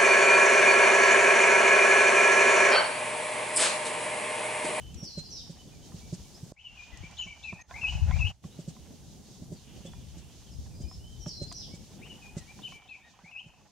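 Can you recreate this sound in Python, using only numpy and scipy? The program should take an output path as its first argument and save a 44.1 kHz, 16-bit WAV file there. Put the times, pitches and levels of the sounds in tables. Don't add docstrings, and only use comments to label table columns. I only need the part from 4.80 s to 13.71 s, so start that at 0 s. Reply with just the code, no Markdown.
import sys
import numpy as np
from scipy import signal
from scipy.fft import rfft, irfft, next_fast_len
from scipy.io import wavfile
from scipy.ndimage import uniform_filter1d, map_coordinates

SR = 44100
rng = np.random.default_rng(int(sys.argv[2]) if len(sys.argv) > 2 else 0)


def unload_audio(sound):
    columns = np.transpose(np.atleast_2d(sound))
    steps = np.round(np.clip(columns, -1, 1) * 32767)
    wavfile.write(sys.argv[1], SR, steps.astype(np.int16))


N = 392931

# frequency in Hz, level in dB, t60 in seconds.
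LENS_MODES = [(750.7, -3, .06), (994, -0.5, 0.047), (1140, -6.5, 0.037), (1332, -5.5, 0.032),
              (1874, -6.5, .024), (2500, -6, 0.012), (3400, -4.5, 0.013)]
# fall start, fall time, rise start, rise time, all in seconds, floor in dB.
DIPS = [(1.722, 0.00074, 1.707, 0.37, -46), (2.823, 0.004, 2.86, 0.083, -15),
        (3.501, 0.025, 3.618, 0.027, -14)]


def near_bird():
    # offset and length in seconds, first, middle and last pitch in Hz, level in dB.
    arch = [(0, .062, 2080, 2700, 3080, -3), (.078, 0.0427, 3040, 2926, 2690, 0.5)]
    phrase = [(-.004, 0.091, 2575, 2430, 2517, -12), (.145, 0.074, 2113, 1940, 1870, -22.5),
              (.258, 0.0564, 2206, 2362, 2380, -13.5), (.4, .022, 3200, 3630, 4360, -14),
              (.414, .055, 2930, 3042, 2416, -0.5), (.497, 0.076, 2220, 2337, 2270, -13.5),
              (.657, .03, 3100, 3700, 4310, -18.5), (.668, 0.0785, 2620, 2539, 2257, -4),
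              (.81, .075, 1780, 1885, 1734, -21.5)]
    flourish = [(-.05, 0.06, 1386, 1582, 1800, -26.5), (0, .066, 2001, 2342, 2540, -10.5),
                (.073, 0.0764, 2802, 2560, 2640, -1.5), (.12, .049, 2560, 2790, 3100, -0.5)]
    # start in seconds, gain in dB.
    arch_starts = [(1.762, -40.5), (7.214, -50.5)]
    phrase_starts = [(1.968, -36), (7.416, -42.5)]
    flourish_starts = [(2.937, -33.5), (3.314, -35.5), (8.438, -46)]
    song = repeated(arch, arch_starts) + repeated(phrase, phrase_starts)
    song += repeated(flourish, flourish_starts)
    voice = sing(song, waver=0.012, rasp=0.0025, flutter_db=2.5, overtone_db=-33,
                 attack=0.23, release=0.25)
    section = np.searchsorted([start_s + fall_s for start_s, fall_s, *_ in DIPS], np.arange(N) / SR)
    gates = [section == k for k in np.unique(section)]
    tails = sum(gate * echo(voice * gate, early_db=2.5, early_t60_s=0.19, shared=2.7) for gate in gates)
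    left, right = amp(-1) * pan(6) * voice + amp(-4.5) * pan(1.4) * tails
    return np.array([left, np.roll(right, 1)])


def far_whistler():
    # offset and length in seconds, first, middle and last pitch in Hz, level in dB.
    notes = [(0, .035, 6050, 5800, 5650, -55), (.015, 0.071, 5640, 5580, 5490, -47),
             (.07, 0.051, 5900, 5470, 4940, -43), (.08, 0.091, 5350, 4510, 4130, -46.5),
             (.16, 0.078, 4140, 4140, 4140, -45), (.281, 0.05, 5200, 4870, 4500, -48.5),
             (.343, .06, 6200, 5520, 5080, -44), (.37, 0.074, 6050, 5200, 4420, -44.5),
             (.404, 0.07, 4500, 3660, 3130, -51)]
    # song start in seconds, gain in dB.
    starts = [(.152, -1.5), (6.39, -2)]
    voice = sing(repeated(notes, starts), waver=0.00071, rasp=0.0067, flutter_db=1.6, overtone_db=-45,
                 attack=0.35, release=0.44)
    return amp(-5) * voice + amp(0.5) * echo(voice, early_db=-6, early_t60_s=0.36, shared=0.73)


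def other_birds():
    # start and length in seconds, first, middle and last pitch in Hz, level in dB.
    calls = [(0, .13, 3000, 3044, 3065, -63.5), (.785, 0.04, 2910, 3050, 3020, -61),
             (.915, 0.068, 2426, 2385, 2170, -68), (1.02, 0.043, 3080, 3100, 3200, -65),
             (1.21, .071, 2230, 2334, 2280, -66), (1.445, .047, 2210, 2320, 2380, -70),
             (1.538, 0.039, 4940, 5100, 5680, -57), (2.372, 0.084, 6010, 6850, 4800, -56),
             (2.81, 0.015, 6140, 6440, 6300, -53.5), (3.705, .073, 3490, 3950, 4400, -67),
             (4.745, .06, 4900, 4360, 3540, -66), (5.06, 0.022, 3320, 3450, 3330, -52.5),
             (5.66, .04, 3320, 3090, 2720, -63.5), (5.715, 0.029, 5320, 5070, 4800, -61.5),
             (5.9, 0.074, 2750, 2400, 2500, -72), (5.935, .13, 4900, 4900, 4980, -63),
             (6.035, 0.059, 2320, 2425, 2410, -68), (6.07, .09, 5050, 5190, 5370, -56),
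             (6.19, 0.19, 2820, 3094, 3045, -63), (6.41, .09, 3080, 3080, 3060, -66.5),
             (6.9, 0.059, 2150, 2250, 2270, -68), (8.215, 0.1, 3400, 3780, 3400, -72)]
    voice = sing(calls + stray_calls(), waver=0.008, rasp=0.0022, flutter_db=2, overtone_db=-43,
                 attack=0.22, release=0.19)
    return voice + amp(-3.5) * echo(voice, early_db=-1.5, early_t60_s=0.11, shared=1)


def stray_calls(per_s=2, centre_hz=3200, length_s=0.06, level_db=-71.5):
    count = int(per_s * N / SR)
    starts_s = (np.arange(count) + rng.random(count)) / count * (N / SR - 1)
    offset_oct = 0.28 * rng.normal(size=(count, 1))
    glide_oct = 0.13 * rng.normal(size=(count, 1)) * [-1, 0, 1]
    pitches_hz = centre_hz * 2 ** (offset_oct + glide_oct)
    return [(s, length_s, *hz, level_db) for s, hz in zip(starts_s, pitches_hz)]


def chatter():
    # centre and half width in seconds, level in dB.
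    bouts = [(.1, 0.68, -66), (1.3, 0.27, -71), (2.15, 0.21, -59), (3.8, 0.45, -67.5), (5.0, 0.15, -62),
             (5.42, 0.21, -64), (7.55, 0.58, -65)]
    spectrum_hz_db = [(1400, -9), (2200, -7), (3000, 3.5), (3500, -3), (4500, -26.5)]
    return swells(bouts) * amp(2.1 * wobble(30)) * rush(spectrum_hz_db)


def sing(notes, waver, rasp, flutter_db, overtone_db, attack, release):
    voice, drift, flutter = np.zeros(N), wobble(420), wobble(140)
    for start_s, length_s, first_hz, middle_hz, last_hz, db in notes:
        u = np.linspace(0, 1, int(length_s * SR))
        at = int(abs(start_s) * SR)
        span = slice(at, at + len(u))
        glide_oct_per_s = abs(np.log2(last_hz / first_hz)) / length_s
        arc_hz = np.polyval(np.polyfit([0, 0.5, 1], [first_hz, middle_hz, last_hz], 2), u)
        hz = arc_hz * (1 + (waver + rasp * glide_oct_per_s) * drift[span])
        phase = 2 * np.pi * np.cumsum(hz) / SR
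        tone = np.sin(phase) + amp(overtone_db) * np.sin(2 * phase)
        envelope = np.sin(np.pi / 2 * np.clip(np.minimum(u / attack, (1 - u) / release), 0, 1))
        add(voice, start_s, np.sqrt(2) * amp(db + flutter_db * flutter[span]) * envelope * tone)
    return voice


def echo(x, early_db, early_t60_s, shared):
    # frequency in Hz, t60 in seconds.
    trunk_decay = [(1000, 1), (3000, 0.6), (6000, 0.66), (12000, 0.14)]
    noise = rng.standard_normal((3, SR))
    hz, t, bins = signal.stft(noise[:2] + shared * noise[2], SR, nperseg=256)
    decay = amp(-60 * t / along(trunk_decay, hz)[:, None]) + amp(early_db - 60 * t / early_t60_s)
    tail = signal.istft(bins * decay * (t > 0), SR, nperseg=256)[1]
    return signal.fftconvolve(x[None], tail / np.linalg.norm(tail[0]), axes=1)[:, :N]


def wind():
    # centre and half width in seconds, level in dB.
    gusts = [(.05, 0.099, -50), (1.3, 0.19, -55.5), (2.2, 0.02, -53), (3.32, .13, -39), (4.72, .1, -60),
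             (5.27, 0.15, -52), (5.92, 0.14, -48.5), (6.35, 0.46, -52.5), (7.6, 0.11, -58)]
    # start in seconds, level in dB, frequency in Hz, t60 in seconds.
    bumps = [(.154, -28.5, 79, 0.073), (2.128, -30, 59.3, 0.075), (2.204, -26.5, 85.5, 0.063),
             (3.152, -11.5, 75.5, 0.045), (3.217, -15.5, 82.2, 0.24), (3.268, -24, 77.05, 0.2),
             (3.327, -21, 86, 0.12), (3.39, -20, 69, 0.17), (3.439, -19, 91, 0.16),
             (5.785, -21.5, 83, 0.055), (6.035, -27, 68, 0.17)]
    # frequency in Hz, relative density in dB.
    buffet_spectrum = [(13, -55), (22, -3), (52, -2.5), (75, 1), (102, -8.5), (124, -5.5), (200, -20),
                       (260, -38), (440, -120)]
    rumble_spectrum = [(35, -32), (60, -9.5), (130, 0), (210, -1), (310, -9), (430, -12.5), (600, -18.5),
                       (800, -21), (1200, -45.5)]
    buffet_db, rumble_db, *_ = bed_levels_db()
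    strength = np.hypot(amp(buffet_db) * pan(0.87), swells(gusts) * pan(3))
    eddies = amp(3.1 * np.array([wobble(14), wobble(14)]))
    air = amp(7) * strength * unit(eddies * rush(buffet_spectrum))
    air += amp(rumble_db + 3 + 3.25 * wobble(22) + 0.59 * wobble(2.993)) * rush(rumble_spectrum)
    t = np.arange(SR // 3) / SR
    for start_s, db, hz, t60_s in bumps:
        port_skew_rad = np.array([[0], [rng.choice([-1, 1]) * rng.uniform(0.67, 1.9)]])
        envelope = amp(db - 60 * t / t60_s) * (1 - np.exp(-t / 0.0062))
        boom = envelope * np.sin(2 * np.pi * hz * t + port_skew_rad)
        add(air, start_s, boom * pan(13.5))
    return air


def handling():
    # start in seconds, level in dB, hardness in dB.
    knocks_and_click = [(.225, -30.5, -5), (.373, -29.5, -0.5), (.694, -35, -4), (1.141, -33, -12),
                        (1.324, -27.5, -3.5), (1.627, -34, -17), (1.716, -34.5, 4), (2.23, -40, -14),
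                        (2.46, -41, -7.5), (2.724, -35.5, -11), (3.647, -34.5, -12.5), (3.786, -33, -9.5),
                        (3.875, -31, -2), (4.618, -35, -14), (4.715, -34, -7), (5.048, -35.5, 1.5),
                        (5.367, -37.5, -1), (6.001, -33.5, -5.5), (6.462, -31.5, -2.5), (6.612, -30, -2.5),
                        (6.934, -35, -1.5), (7.565, -27.5, -2.5), (8.435, -47.5, -6), (8.66, -46.5, -6)]
    # frequency in Hz, level in dB, t60 in seconds.
    body_modes = [(107.7, -3, 0.07), (164, 2.5, 0.073), (223.4, -7, 0.045), (349, -7.5, 0.048),
                  (430, -12.5, 0.044), (585.6, -10.5, 0.064)]
    # start in seconds, level in dB.
    ticks = [(1.119, -47.5), (2.727, -38.5), (2.91, -32.5), (3.037, -39), (3.311, -27), (3.401, -42.5),
             (3.64, -45.5), (3.966, -46.5), (5.134, -44), (6.113, -45), (6.461, -38.5), (6.715, -39),
             (7.79, -44), (7.922, -44), (8.022, -49.5), (8.39, -45)]
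    snaps = [(.1442, -36.5), (1.6755, -56), (2.173, -38), (2.3116, -43.5), (6.7246, -31)]
    body, lens, scuff, snap = np.zeros((4, N))
    t = np.arange(SR // 8) / SR
    for start_s, db, hard_db in knocks_and_click:
        modes = [(hz, mode_db + hard_db * min(1, (hz / 450) ** 2), t60_s)
                 for hz, mode_db, t60_s in body_modes]
        add(body, start_s, amp(db + 2) * ring(modes, attack_s=0.004, scatter_db=2.5))
        add(scuff, start_s, amp(db - 18.5 + 0.6 * hard_db) * np.exp(-((t - 0.02) / 0.015) ** 2))
    for start_s, db in ticks:
        add(lens, start_s, amp(db + 0.5) * ring(LENS_MODES, attack_s=0.0003, scatter_db=1))
    for start_s, db in snaps:
        add(snap, start_s, amp(db - 8 - 60 * t / 0.029))
    friction_hz_db = [(2500, -4.5), (5000, 6), (7000, 9), (8500, 5), (10500, -12), (15000, -26)]
    friction = (scuff + snap) * rush(friction_hz_db)
    return body * pan(-2.4) + (lens + rattle()) * pan(-4) + friction


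def rattle(per_s=19, spread_db=9):
    ticks, murmur_db = np.zeros(N), bed_levels_db()[2]
    count = int(per_s * N / SR)
    for slot, (delay, size) in enumerate(rng.random((count, 2))):
        at = int((slot + delay) / count * N)
        tick = ring(LENS_MODES[:3], attack_s=0.0065, scatter_db=2.5)
        add(ticks, at / SR, amp(murmur_db[at] + 3 + spread_db * size) * tick)
    return ticks


def ring(modes, attack_s, scatter_db):
    t = np.arange(SR // 5) / SR
    x = np.zeros(len(t))
    for hz, db, t60_s in modes:
        decay = amp(db + scatter_db * rng.normal() - 60 * t / t60_s)
        detuned_hz = hz * (1 + 0.04 * rng.normal())
        x += decay * np.sin(2 * np.pi * (detuned_hz * t + rng.random()))
    x *= 1 - np.exp(-(t / attack_s) ** 2)
    return x / np.abs(x).max()


def background():
    # frequency in Hz, relative density in dB.
    murmur_spectrum = [(300, -28), (560, -1.5), (740, 2), (860, 5), (1000, -4.5), (1250, -7), (1700, -7),
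                       (2800, -9.5), (4500, -32)]
    leaf_spectrum = [(1500, -14.5), (2600, -11), (3500, -0.5), (5000, 0.5), (6600, 3), (8000, -10),
                     (10000, -22), (15000, -41)]
    hiss_spectrum = [(200, 14.5), (2000, -11), (6000, 2.5), (8500, 0), (10500, -2.5), (13000, -7),
                     (15700, -11.5)]
    *_, murmur_db, leaves_db, hiss_db = bed_levels_db()
    pulsing = amp(4.1 * wobble(45) + 0.5 * wobble(4))
    murmur = amp(murmur_db + 1) * unit(pulsing * rush(murmur_spectrum)) * pan(-2.05)
    leaves = amp(leaves_db + 2.1 * wobble(20) + 0.67 * wobble(4.07)) * rush(leaf_spectrum) * pan(-2.8)
    return murmur + leaves + amp(hiss_db) * rush(hiss_spectrum)


def bed_levels_db(ramp_s=0.04):
    # start in seconds, then buffet, rumble, murmur, leaf and hiss levels in dB.
    stretches = [(0, -60, -56.5, -71, -62, -60.5), (1.05, -64, -54.5, -69.5, -59.5, -57.5),
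                 (1.72, -62.5, -66, -63, -62.5, -69.5), (2.87, -55, -61, -56.5, -55.2, -61),
                 (3.56, -61.5, -56.5, -73, -62.5, -60.5), (7.1, -63, -57, -66.5, -61.5, -60.5),
                 (7.98, -74, -71.5, -68, -70.5, -73.5)]
    starts_s, *levels_db = np.transpose(stretches)
    which = np.searchsorted(starts_s[1:], np.arange(N) / SR)
    return [uniform_filter1d(db[which], int(ramp_s * SR)) for db in levels_db]


def rush(spectrum):
    # frequency in Hz, left-right correlation.
    coherence = [(40, 0.18), (120, 0.51), (250, 0.49), (900, 0.72), (2000, 0.84), (4000, 0.49),
                 (10000, 0.031)]

    def mid_side_gains(hz):
        angle_rad = np.arccos(np.clip(along(coherence, hz), -1, 1)) / 2
        return amp(along(spectrum, hz)) * [np.cos(angle_rad), np.sin(angle_rad)]

    mid, side = filtered(rng.standard_normal((2, N)), mid_side_gains)
    return unit(np.array([mid + side, mid - side]))


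def swells(rows):
    t = np.arange(N) / SR
    return np.sqrt(sum(amp(db) ** 2 * np.exp(-((t - s) / width_s) ** 2) for s, width_s, db in rows))


def repeated(notes, starts):
    return [(start_s + s, *shape, db + gain_db) for start_s, gain_db in starts for s, *shape, db in notes]


def wobble(knots_per_s):
    knots = rng.standard_normal(int(N * knots_per_s / SR) + 4)
    return map_coordinates(knots, [np.arange(N) * knots_per_s / SR])


def filtered(x, response):
    size = next_fast_len(N + SR // 2)
    return irfft(rfft(x, size) * response(np.fft.rfftfreq(size, 1 / SR)), size)[..., :N]


def along(points, hz):
    points_hz, values = np.transpose(points)
    return np.interp(np.log(hz + 1), np.log(points_hz + 1), values)


def add(track, start_s, sound):
    at = max(0, round(start_s * SR))
    track[..., at:at + sound.shape[-1]] += sound[..., :N - at]


def pan(left_over_right_db):
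    return amp(np.array([[left_over_right_db], [-left_over_right_db]]) / 2)


def amp(db):
    return 10 ** (np.asarray(db) / 20)


def unit(x):
    return x / np.sqrt(np.mean(x ** 2) + 1e-20)


def scene():
    birds = near_bird() + pan(-1.8) * (far_whistler() + other_birds() + chatter())
    return birds + wind() + handling() + background()


def record(dry):
    low_cut_hz, top_hz = 31, 15800
    t = np.arange(N) / SR
    gain = np.ones(N)
    for start_s, fall_s, back_s, rise_s, floor_db in DIPS:
        ramps = np.maximum(1 - (t - start_s) / fall_s, (t - back_s) / rise_s)
        gain *= np.clip(ramps, amp(floor_db), 1)
    return filtered(dry * gain, lambda hz: (hz < top_hz) * hz ** 4 / (hz ** 4 + low_cut_hz ** 4))


dry = scene()
out = record(dry)
unload_audio(out)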